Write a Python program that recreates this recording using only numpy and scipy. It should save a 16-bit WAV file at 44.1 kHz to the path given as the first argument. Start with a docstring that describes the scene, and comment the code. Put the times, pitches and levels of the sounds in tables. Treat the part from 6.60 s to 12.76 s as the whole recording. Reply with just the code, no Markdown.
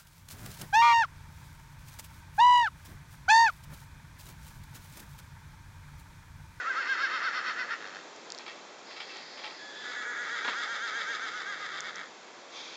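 """Over a steady hush of coloured noise, a horse whinnies: a sine squeal over rasping vocal-fold pulses,
both quavering about eight times a second and running out in a slow growl. Sharp ringing ticks follow,
then a gate rattles as noise bursts ring its pipes, with a thin noise hiss running on into a second whinny.
Dull noise knocks fall within that whinny, two more ticks near its end, and last a soft blow of shaped noise.
It is a paddock with thin reflections, heard through a small mono camera microphone."""
import sys
import numpy as np
from scipy import signal
from scipy.fft import rfft, irfft
from scipy.io import wavfile
from scipy.ndimage import uniform_filter1d

SR = 44100
rng = np.random.default_rng(int(sys.argv[2]) if len(sys.argv) > 2 else 0)


def output_pcm(signal):
    """Save a mono or channel-first signal as 16-bit PCM at the path in sys.argv[1].

    Samples are clipped to [-1, 1] before scaling.
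    """
    pcm = np.clip(np.atleast_2d(signal).T, -1, 1) * 32767
    wavfile.write(sys.argv[1], SR, np.round(pcm).astype(np.int16))


N = 271700
TIME = np.arange(N) / SR

# In the tables, dB in a colour is relative; other levels are set before trims, swells and the microphone.
# colour of the outdoor hush: f/Hz, level/dB
HUSH_COLOUR = [(28, -51), (50, -36), (90, -24), (130, -14), (200, -5), (340, 1.5), (500, 3), (950, 1),
               (1650, -3), (2400, -5.5), (3600, -6), (5500, -10.5), (7200, -10.5), (8600, -29.5)]
# envelope of the thin hiss: t/s, level/dB
HISS_ENVELOPE = [(2.22, -82), (2.27, -52.5), (2.6, -49.5), (2.95, -50), (3.2, -58), (3.35, -60)]
# colour of the thin hiss: f/Hz, level/dB
HISS_COLOUR = [(60, -54), (1000, -22), (2000, 1.5), (2900, -21), (3800, -4.5), (4500, 0.5), (5050, 0.5),
               (5500, -10), (7000, -34)]
# envelope of the soft blow through the nostrils: t/s, level/dB
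BLOW_ENVELOPE = [(5.88, -79), (5.93, -48.5), (5.97, -42.5), (6.01, -44.5), (6.06, -46), (6.16, -46.5)]
# colour of the blow: f/Hz, level/dB
BLOW_COLOUR = [(50, -54), (300, -15), (750, -8.5), (1350, -2), (1700, -10), (2280, 2), (2900, -5),
               (3330, 4.5), (3850, 1.5), (4200, -5), (4600, 1), (5000, -4), (6600, -7.5), (7600, -28)]
# sharp ticks near the microphone: t/s, peak level/dB, centre f/Hz
TICKS = [(1.5625, -37, 6000), (1.703, -25, 5000), (1.721, -21, 5630), (1.7482, -28, 4340),
         (1.7788, -32, 4600), (1.7867, -26.5, 4630), (2.5702, -35, 5900), (5.2057, -21, 6500),
         (5.3581, -28.5, 5810)]
# dull knocks: t/s, level/dB, body decay/s, thump level against the body/dB
KNOCKS = [(3.845, -32, 0.011, -8), (3.859, -39, 0.0072, -9), (3.877, -28, 0.0085, -2.5),
          (3.885, -32.5, 0.0078, -19), (3.893, -33, 0.0068, -23), (3.931, -31.5, 0.0082, -29)]
# colour of the knock body: f/Hz, level/dB
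KNOCK_BODY = [(50, -66), (300, -36), (650, -15), (950, 6), (1150, -4), (1600, -1.5), (2300, -8.5),
              (3400, -5.5), (5000, -19.5), (8000, -43)]
# colour of the low thump: f/Hz, level/dB
KNOCK_THUMP = [(40, -53), (120, -42), (200, -1), (420, 0.5), (700, 1), (1500, -26), (6000, -45)]
# gate shaken on its chain: t/s, level/dB, rise/s, decay/s
RATTLES = [(1.789, -45.5, 0.0055, 0.028), (1.86, -41.5, 0.0084, 0.052), (2.301, -44.5, 0.0038, 0.037),
           (2.36, -44, 0.0083, 0.022), (2.4, -37.5, 0.0037, 0.019), (2.48, -47, 0.02, 0.064),
           (2.55, -50.5, 0.0079, .06), (2.773, -43.5, 0.0026, 0.042), (2.835, -40.5, 0.007, 0.054)]
# ringing modes of the gate pipes: f/Hz, t60/s, level/dB
GATE_MODES = [(860, .08, -4), (1310, .1, -4), (1880, .16, -3), (2270, .1, -4), (2650, .16, -4),
              (3280, .32, -3), (3900, .08, -8), (4450, .08, -8)]
# colour of the chain: f/Hz, level/dB
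CHAIN_COLOUR = [(50, -52), (200, -26.5), (600, -2.5), (1000, 3), (1500, -0.5), (2200, 4), (3200, 5.5),
                (4600, -1.5), (5400, -2), (7000, -34.5)]
# throat and nose resonances of each whinny: f/Hz, level/dB
FIRST_THROAT = [(40, -60), (90, -31), (170, -22), (300, -28), (600, -25.5), (850, -15.5), (1050, -10),
                (1270, 4), (1550, 3), (1800, 5), (2100, -1.5), (2350, -13), (2580, -6.5), (6000, -48)]
SECOND_THROAT = [(40, -67), (150, -18.5), (300, -30), (500, -13.5), (700, -19.5), (850, -13.5),
                 (1060, -17.5), (1260, 4), (1450, -0.5), (1850, 1), (2080, -1.5), (2280, -3), (2450, -33),
                 (6000, -45.5)]
# rush of air in the nostrils: f/Hz, level/dB
FIRST_AIR = [(60, -65), (1500, -32), (2600, 0), (3150, 4), (3400, -4), (3700, 3), (4000, -9.5), (4400, 5),
             (4780, -12), (5000, -2), (5350, -3.5), (5720, -6), (6000, -20), (7500, -54)]
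SECOND_AIR = [(60, -67), (1500, -39), (2700, -2.5), (3150, 2), (3450, 8.5), (3700, 6), (4250, -4),
              (4950, 1), (5400, -8), (5750, -14), (6250, -8), (6800, -10.5), (7300, -9), (8500, -28.5)]
# slow growl as each whinny runs out: t/s, mean pulse f/Hz, level/dB
FIRST_GROWL = [(.8, 170, -50), (1.06, 149.3, -51), (1.19, 110.3, -49.5), (1.245, 105, -42.5),
               (1.31, 93.5, -49.5), (1.37, 96.4, -44.5), (1.44, 85.4, -60)]
SECOND_GROWL = [(4.3, 189.5, -53.5), (4.85, 165, -47.5), (5.15, 155.7, -43.5), (5.29, 164.3, -45.5),
                (5.335, 168.4, -49), (5.365, 175, -43), (5.4, 180, -40), (5.44, 159, -45.5),
                (5.49, 130.1, -58)]
# quavers, each lasting until the next; pitch arches to a crest and sags at both ends:
# start t/s, fold f at the crest/Hz, sag/share of f, flip/share of the quaver,
# squeal level/dB, rasp level/dB, air level/dB
FIRST_QUAVERS = [(-.07, 517.7, 0.13, 0, -35.5, -38.5, -51.5), (.036, 545.4, .11, 0.59, -30, -38, -51.5),
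                 (.137, 553.5, .15, .58, -28.5, -35.5, -44), (.243, 542, .15, .3, -29.5, -34.5, -42),
                 (.363, 555.9, .17, 0.52, -29.5, -32.5, -39.5), (.483, 526.6, .13, 0.93, -34.5, -33.5, -40),
                 (.597, 533.2, .16, .63, -32.5, -31.5, -40), (.708, 512.5, .16, 0.9, -38.5, -32.5, -39.5),
                 (.822, 511.5, .17, 1, -39.5, -31.5, -40), (.94, 511.3, .17, 0.16, -48, -31, -42),
                 (1.063, 471.5, 0.13, .9, -50, -31, -44)]
SECOND_QUAVERS = [(2.99, 486, .005, 1, -48, -68, -54), (3.15, 491.4, .01, 1, -48, -56, -47.5),
                  (3.24, 490.4, 0.0097, 1, -44, -42, -45.5), (3.35, 488.4, 0.016, 0.97, -40.5, -39.5, -47),
                  (3.44, 487.7, .05, 0.96, -38, -39.5, -51), (3.555, 483.6, 0.058, 0.99, -37.5, -38.5, -48),
                  (3.675, 482, 0.089, 1, -39.5, -36.5, -43.5), (3.81, 482, .1, 0.97, -38, -37, -42.5),
                  (3.93, 474.3, .13, 0.99, -38, -36, -41), (4.06, 468.3, .11, 0.99, -37.5, -38, -43),
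                  (4.182, 470.4, .12, 1, -36.5, -38, -42.5), (4.312, 469.4, .12, 1, -37, -36.5, -41.5),
                  (4.44, 468.6, .13, 0.98, -36.5, -37, -42.5), (4.578, 456.4, 0.16, 1, -38, -39, -44),
                  (4.708, 426.6, .1, 0.97, -40, -40.5, -45.5), (4.838, 414, .12, 0.016, -42.5, -40, -46.5),
                  (4.96, 416, .16, 0, -50, -39.5, -46), (5.085, 397.5, .15, 1, -49, -41, -45),
                  (5.21, 375, .14, 0.89, -56, -41.5, -45.5)]
# course shared by all quavers of a whinny, levels being full-depth swells:
# position/share of the quaver, base roughness/0-1, squeal level/dB, rasp level/dB, air level/dB
FIRST_COURSE = [(.02, .8, -20, -0.5, -7), (.25, .52, -5, 0.5, -2.5), (.5, .33, 1, -1.5, .5),
                (.68, .33, 2, 0.5, 0.5), (.85, 0.61, -9, 2, 0)]
SECOND_COURSE = [(.04, .72, -10, -0.5, -4), (.25, .4, -1, -3, -4.5), (.47, 0.244, 1.5, -1, -1.5),
                 (.66, .45, -5, -0.5, -1.5), (.82, .72, -9.5, 2.5, 3.5)]
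# bands cut out by the microphone: f/Hz, width/Hz
NOTCHES = [(2890, 110), (2920, 110), (8030, 1000)]

HUSH_DB = -48  # mean level
BREATHY_DB = 3.5  # turbulence against the pulses at full roughness
JITTER = .115  # rms scatter of the fold rate at full roughness, as a share
GROWL_ROUGH, GROWL_AIR_DB = 0.93, -7.5  # roughness 0-1; puffs of air against the growl
CHEST_HZ, CHEST_WIDTH_HZ, CHEST_DB = 175, 120, -26  # hollow under the growl; width of each of two passes
FULL_SAG = .14  # pitch sag, as a share, at which the level shakes fully
FLIP_DIP_DB, LOCKED_DB = -8, 1  # squeal dip at each change of beat; even beat against strong-weak
EVEN_CLEARS = 0.39  # share of the roughness that an even beat clears at the crest
BLEND_S = .02  # crossfade from one quaver into the next
VOICE_LOW_HZ = 260  # the whinny rolls off below this
TOP_HZ = 8500  # the microphone's upper limit


def undb(db):
    """Turn decibels into gain."""
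    return 10 ** (np.asarray(db) / 20)


def unit(x):
    """Scale to rms 1."""
    return x / np.sqrt(np.mean(x ** 2))


def steady(x):
    """Level the short-term rms to 1, keeping the shape of single pulses."""
    power = uniform_filter1d(uniform_filter1d(x ** 2, size=800), size=600)
    return x / np.sqrt(np.abs(power) + 1e-12)


def noise():
    """White noise."""
    return rng.standard_normal(N)


def walk(rate):
    """Smooth random modulation with spread near 1, changing about rate times a second."""
    hold = max(int(SR / rate), 2)
    steps = np.repeat(rng.standard_normal(N // hold + 1), hold)
    return unit(uniform_filter1d(steps, hold)[:N])


def fader(s, db):
    """Ride the gain along a level curve, silent outside it."""
    return undb(np.interp(TIME, s, db)) * (TIME >= s[0]) * (TIME <= s[-1])


def colour(x, shape, size=4096):
    """Minimum-phase EQ through points of f/Hz and level/dB."""
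    hz, db = np.transpose(shape)
    grid = np.maximum(np.arange(size // 2 + 1) * SR / size, 1)
    level = np.interp(np.log(grid), np.log(hz), db)
    cepstrum = irfft(np.log(undb(level)))
    # fold the cepstrum forward so that the filter is causal
    cepstrum[1:size // 2] *= 2
    cepstrum[size // 2 + 1:] = 0
    impulse = irfft(np.exp(rfft(cepstrum)))
    return signal.fftconvolve(x, impulse)[:len(x)]


def resonate(x, hz, width):
    """One resonance, gain 1 at its centre."""
    return signal.lfilter(*signal.iirpeak(hz, hz / width, fs=SR), x)


def burst(s, rise, decay):
    """Envelope of a blow: linear rise, exponential fall."""
    age = np.maximum(TIME - s, 0)
    fall = np.maximum(age - rise, 0) / decay
    return np.minimum(age / rise, 1) * np.exp(-np.minimum(fall, 20))


def gust(envelope, shape):
    """Noise that follows an rms envelope and then takes a colour."""
    return colour(envelope * noise(), shape) / np.std(colour(noise(), shape))


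def hush():
    """Even outdoor air: coloured noise with a slight, slow swell."""
    return undb(HUSH_DB + 0.71 * walk(0.61)) * unit(colour(noise(), HUSH_COLOUR))


def paddock(x, wet_db, t60):
    """Thin, scattered reflections from fence and trees, as a decaying noise tail."""
    age = TIME[:SR // 2]
    tail = rng.standard_normal(len(age)) * undb(-60 * age / t60)
    tail = tail * (age > .012)  # pre-delay in s
    tail = tail / np.sqrt(np.sum(tail ** 2))
    return x + undb(wet_db) * signal.fftconvolve(x, tail)[:N]


def thin_hiss():
    """Thin noise hiss that rides its own level curve."""
    return gust(fader(*np.transpose(HISS_ENVELOPE)), HISS_COLOUR)


def nostril_blow():
    """Breath turbulence, coloured by the nostrils."""
    return gust(fader(*np.transpose(BLOW_ENVELOPE)), BLOW_COLOUR)


def ticks():
    """Single snaps: a click and short noise excite a resonance for about a millisecond."""
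    out = np.zeros(N)
    for s, db, hz in TICKS:
        age = np.arange(256) / SR
        grit = rng.standard_normal(len(age)) * np.exp(-age / 0.00051)
        push = (age == 0) + 0.31 * grit
        snap = resonate(resonate(push, hz, 2000), hz, 2200)
        start = int(s * SR)
        out[start:start + len(age)] += undb(db) * snap / np.abs(snap).max()
    return out


def knocks():
    """A quick cluster of dull noise blows, with the strongest low thump under the heaviest."""
    body = 0
    thump = 0
    for s, db, decay, low_db in KNOCKS:
        body = body + undb(db) * burst(s, 0.0012, decay)
        thump = thump + undb(db + low_db) * burst(s, 0.0022, 1.52 * decay)
    return gust(body, KNOCK_BODY) + undb(-6.5) * gust(thump, KNOCK_THUMP)


def gate():
    """The chain chatters as ragged noise against the pipes, whose resonances ring on."""
    shake = sum(undb(db) * burst(s, rise, decay) for s, db, rise, decay in RATTLES)
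    chatter = unit(noise() * undb(3.1 * walk(500)))
    pipes = 0
    for hz, t60, db in GATE_MODES:
        width = np.log(1000) / (np.pi * t60)
        makeup = np.sqrt(SR / (np.pi * width))  # a narrow mode passes little noise
        pipes = pipes + undb(db) * makeup * resonate(shake * chatter, hz, width)
    chain = shake * unit(colour(chatter, CHAIN_COLOUR))
    return undb(-1.0) * chain + undb(-9.0) * pipes


def folds(hz, rough, doubling, shimmer_db):
    """A pulse each time the folds close; strong and weak alternate, roughness scatters time and size."""
    jittered_hz = hz * (1 + JITTER * rough ** 2 * walk(260))
    phase = np.cumsum(np.maximum(jittered_hz, 20)) / SR
    at = np.flatnonzero(np.diff(np.floor(phase)) > 0)
    # share each pulse between two samples to place it finely
    late = (np.ceil(phase[at]) - phase[at]) / (phase[at + 1] - phase[at])
    size = undb(shimmer_db * rough[at] * np.tanh(noise()[:len(at)]))
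    size *= 1 - np.clip(doubling[at], 0, 1) * (np.arange(len(at)) % 2)
    pulses = np.zeros(N)
    pulses[at] += size * (1 - late)
    pulses[at + 1] += size * late
    return pulses, phase


def closures(hz, rough, doubling, shimmer_db, throat):
    """Fold pulses and their puffs of air ring the throat; gives rasp, pulses, puffs and fold phase."""
    pulses, phase = folds(hz, rough, doubling, shimmer_db)
    pulses = steady(pulses)
    puff_decay = np.exp(-1 / (.0022 * SR))  # 2.2 ms
    puffs = steady(signal.lfilter([1], [1, -puff_decay], pulses))
    turbulence = steady((puffs + 0.61) * noise())
    rasp = steady(colour(pulses + undb(BREATHY_DB) * rough * turbulence, throat))
    return rasp, pulses, puffs, phase


def growl(curve, throat, air_shape, shimmer_db):
    """The slack folds flap slowly, one throat pulse and one puff at a time."""
    s, hz, db = np.transpose(curve)
    pulse_hz = np.interp(TIME, s, hz)
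    rough = np.full(N, GROWL_ROUGH)
    rasp, pulses, puffs, _ = closures(pulse_hz, rough, np.zeros(N), shimmer_db, throat)
    chest = resonate(pulses, CHEST_HZ, CHEST_WIDTH_HZ)
    chest = unit(resonate(chest, CHEST_HZ, CHEST_WIDTH_HZ))
    air = unit(colour(puffs * noise(), air_shape))
    return fader(s, db) * (rasp + undb(CHEST_DB) * chest + undb(GROWL_AIR_DB) * air)


def blend(x):
    """Smooth the step from one quaver to the next."""
    return uniform_filter1d(x, size=int(BLEND_S * SR))


def quavers(table, end, course, gap_db, gap_narrowness, fatigue, lean, half_multiple):
    """Pitch, roughness and gains; as the lungs empty the voice grows hoarser and the gaps deepen."""
    starts, *columns = np.transpose(table)
    count = np.interp(TIME, np.append(starts, end), np.arange(len(starts) + 1))
    which = np.minimum(count.astype(int), len(starts) - 1)
    share = count - which  # position within the quaver
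    spent = count / len(starts)  # progress through the whinny
    crest_hz, sag, flip, *levels = (column[which] for column in columns)

    # lean over 1: a slow scoop up and a quick fall
    trough = np.cos(np.pi * share ** lean) ** 2
    fold_hz = blend(crest_hz * (1 - sag * trough))
    # the beat is strong-weak before the flip and nearly even after it
    even = uniform_filter1d(1. * (share > flip), size=200)
    # the squeal sits on a half multiple and jumps up by half the fold rate
    squeal_hz = fold_hz * (half_multiple + even / 2)

    marks, *shapes = np.transpose(course)
    rough, *swells = (np.interp(share, marks, shape, period=1) for shape in shapes)
    rough = rough + fatigue * spent ** 2
    rough = np.clip(rough * (1 - EVEN_CLEARS * even * (1 - trough)), 0, 1)

    depth = np.minimum(sag / FULL_SAG, 1)  # a shallow quaver hardly shakes the level
    gap = gap_db * spent ** 3 * trough ** gap_narrowness
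    sounding = (TIME >= starts[0]) & (TIME < end)
    gains = []
    for db, swell in zip(levels, swells):
        gains.append(blend(undb(db) * sounding).clip(0) * undb(depth * swell + gap))
    locked = blend(even)
    gains[0] = gains[0] * undb(FLIP_DIP_DB * np.sin(np.pi * locked) + LOCKED_DB * (locked - .5))
    return fold_hz, squeal_hz, even, rough, gains


def whinny(voice, throat, air_shape, doubling, shimmer_db, waver, flutter, bend,
           overtone_db, shrill_db, rush_db):
    """A sine squeal, chopped and bent by the strong-weak fold beat, over throat rasp and puffs of air."""
    fold_hz, squeal_hz, even, rough, (squeal_gain, fold_gain, air_gain) = voice
    uneven = doubling * (1 - .8 * even)
    rasp, pulses, puffs, phase = closures(fold_hz, rough, uneven, shimmer_db, throat)
    lead = squeal_gain / (squeal_gain + fold_gain + 1e-12)  # the squeal's share of the voice

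    # the strong-weak beat runs at half the fold rate
    beat = (1 - even) * (1 - lead)
    wavering_hz = squeal_hz * (1 + waver * rough ** 2 * walk(400))
    turn = 2 * np.pi * np.cumsum(wavering_hz) / SR - bend * beat * np.sin(np.pi * phase)
    chop = 1 + flutter * beat * np.cos(np.pi * phase)
    # a ragged edge two octaves up
    shrill = undb(shrill_db) * np.sin(4 * turn + 1.9 * walk(900))
    squeal = np.sqrt(2) * (np.sin(turn) + shrill) * chop

    # the nostrils pass the overtones of whichever voice leads, and more turbulence as the voice breaks up
    overtones = (np.sin(2 * turn) + .5 * np.sin(3 * turn)) * chop
    rush = rough * (puffs + 0.46) * noise()
    nasal = undb(overtone_db) * lead ** 2 * overtones
    nasal = nasal + (1 - lead) * (1 - rough) * pulses + undb(rush_db) * rush
    air = steady(colour(nasal, air_shape))

    low_cut = signal.butter(2, VOICE_LOW_HZ, "high", fs=SR, output="sos")
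    return signal.sosfilt(low_cut, squeal_gain * squeal + fold_gain * rasp + air_gain * air)


def scene():
    """Mix the sources to one microphone; ticks, hiss and hush stay free of the reflections."""
    first_voice = quavers(FIRST_QUAVERS, 1.174, FIRST_COURSE, gap_db=-18, gap_narrowness=1.15,
                          fatigue=.2, lean=1.12, half_multiple=2.5)
    second_voice = quavers(SECOND_QUAVERS, 5.315, SECOND_COURSE, gap_db=-7, gap_narrowness=4,
                           fatigue=.01, lean=.93, half_multiple=3.5)
    first = whinny(first_voice, FIRST_THROAT, FIRST_AIR, doubling=0.46, shimmer_db=5, waver=0.0704,
                   flutter=0.2, bend=0.092, overtone_db=-13, shrill_db=-34, rush_db=-0.5)
    second = whinny(second_voice, SECOND_THROAT, SECOND_AIR, doubling=0.54, shimmer_db=7.5, waver=.08,
                    flutter=0.81, bend=0.28, overtone_db=-8.5, shrill_db=-17, rush_db=-0.5)
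    first_growl = growl(FIRST_GROWL, FIRST_THROAT, FIRST_AIR, shimmer_db=4)
    second_growl = growl(SECOND_GROWL, SECOND_THROAT, SECOND_AIR, shimmer_db=11)
    horse = first + second + first_growl + second_growl + nostril_blow()
    distant = paddock(horse + gate() + knocks(), wet_db=-16, t60=.35)
    mono = distant + ticks() + thin_hiss() + hush()
    return np.array([mono, mono])


def record(dry):
    """The microphone notches out narrow bands and cuts the top steeply."""
    for hz, width in NOTCHES:
        dry = signal.lfilter(*signal.iirnotch(hz, hz / width, fs=SR), dry)
    return signal.sosfilt(signal.ellip(8, .2, 70, TOP_HZ, fs=SR, output="sos"), dry)


dry = scene()
out = record(dry)
output_pcm(out)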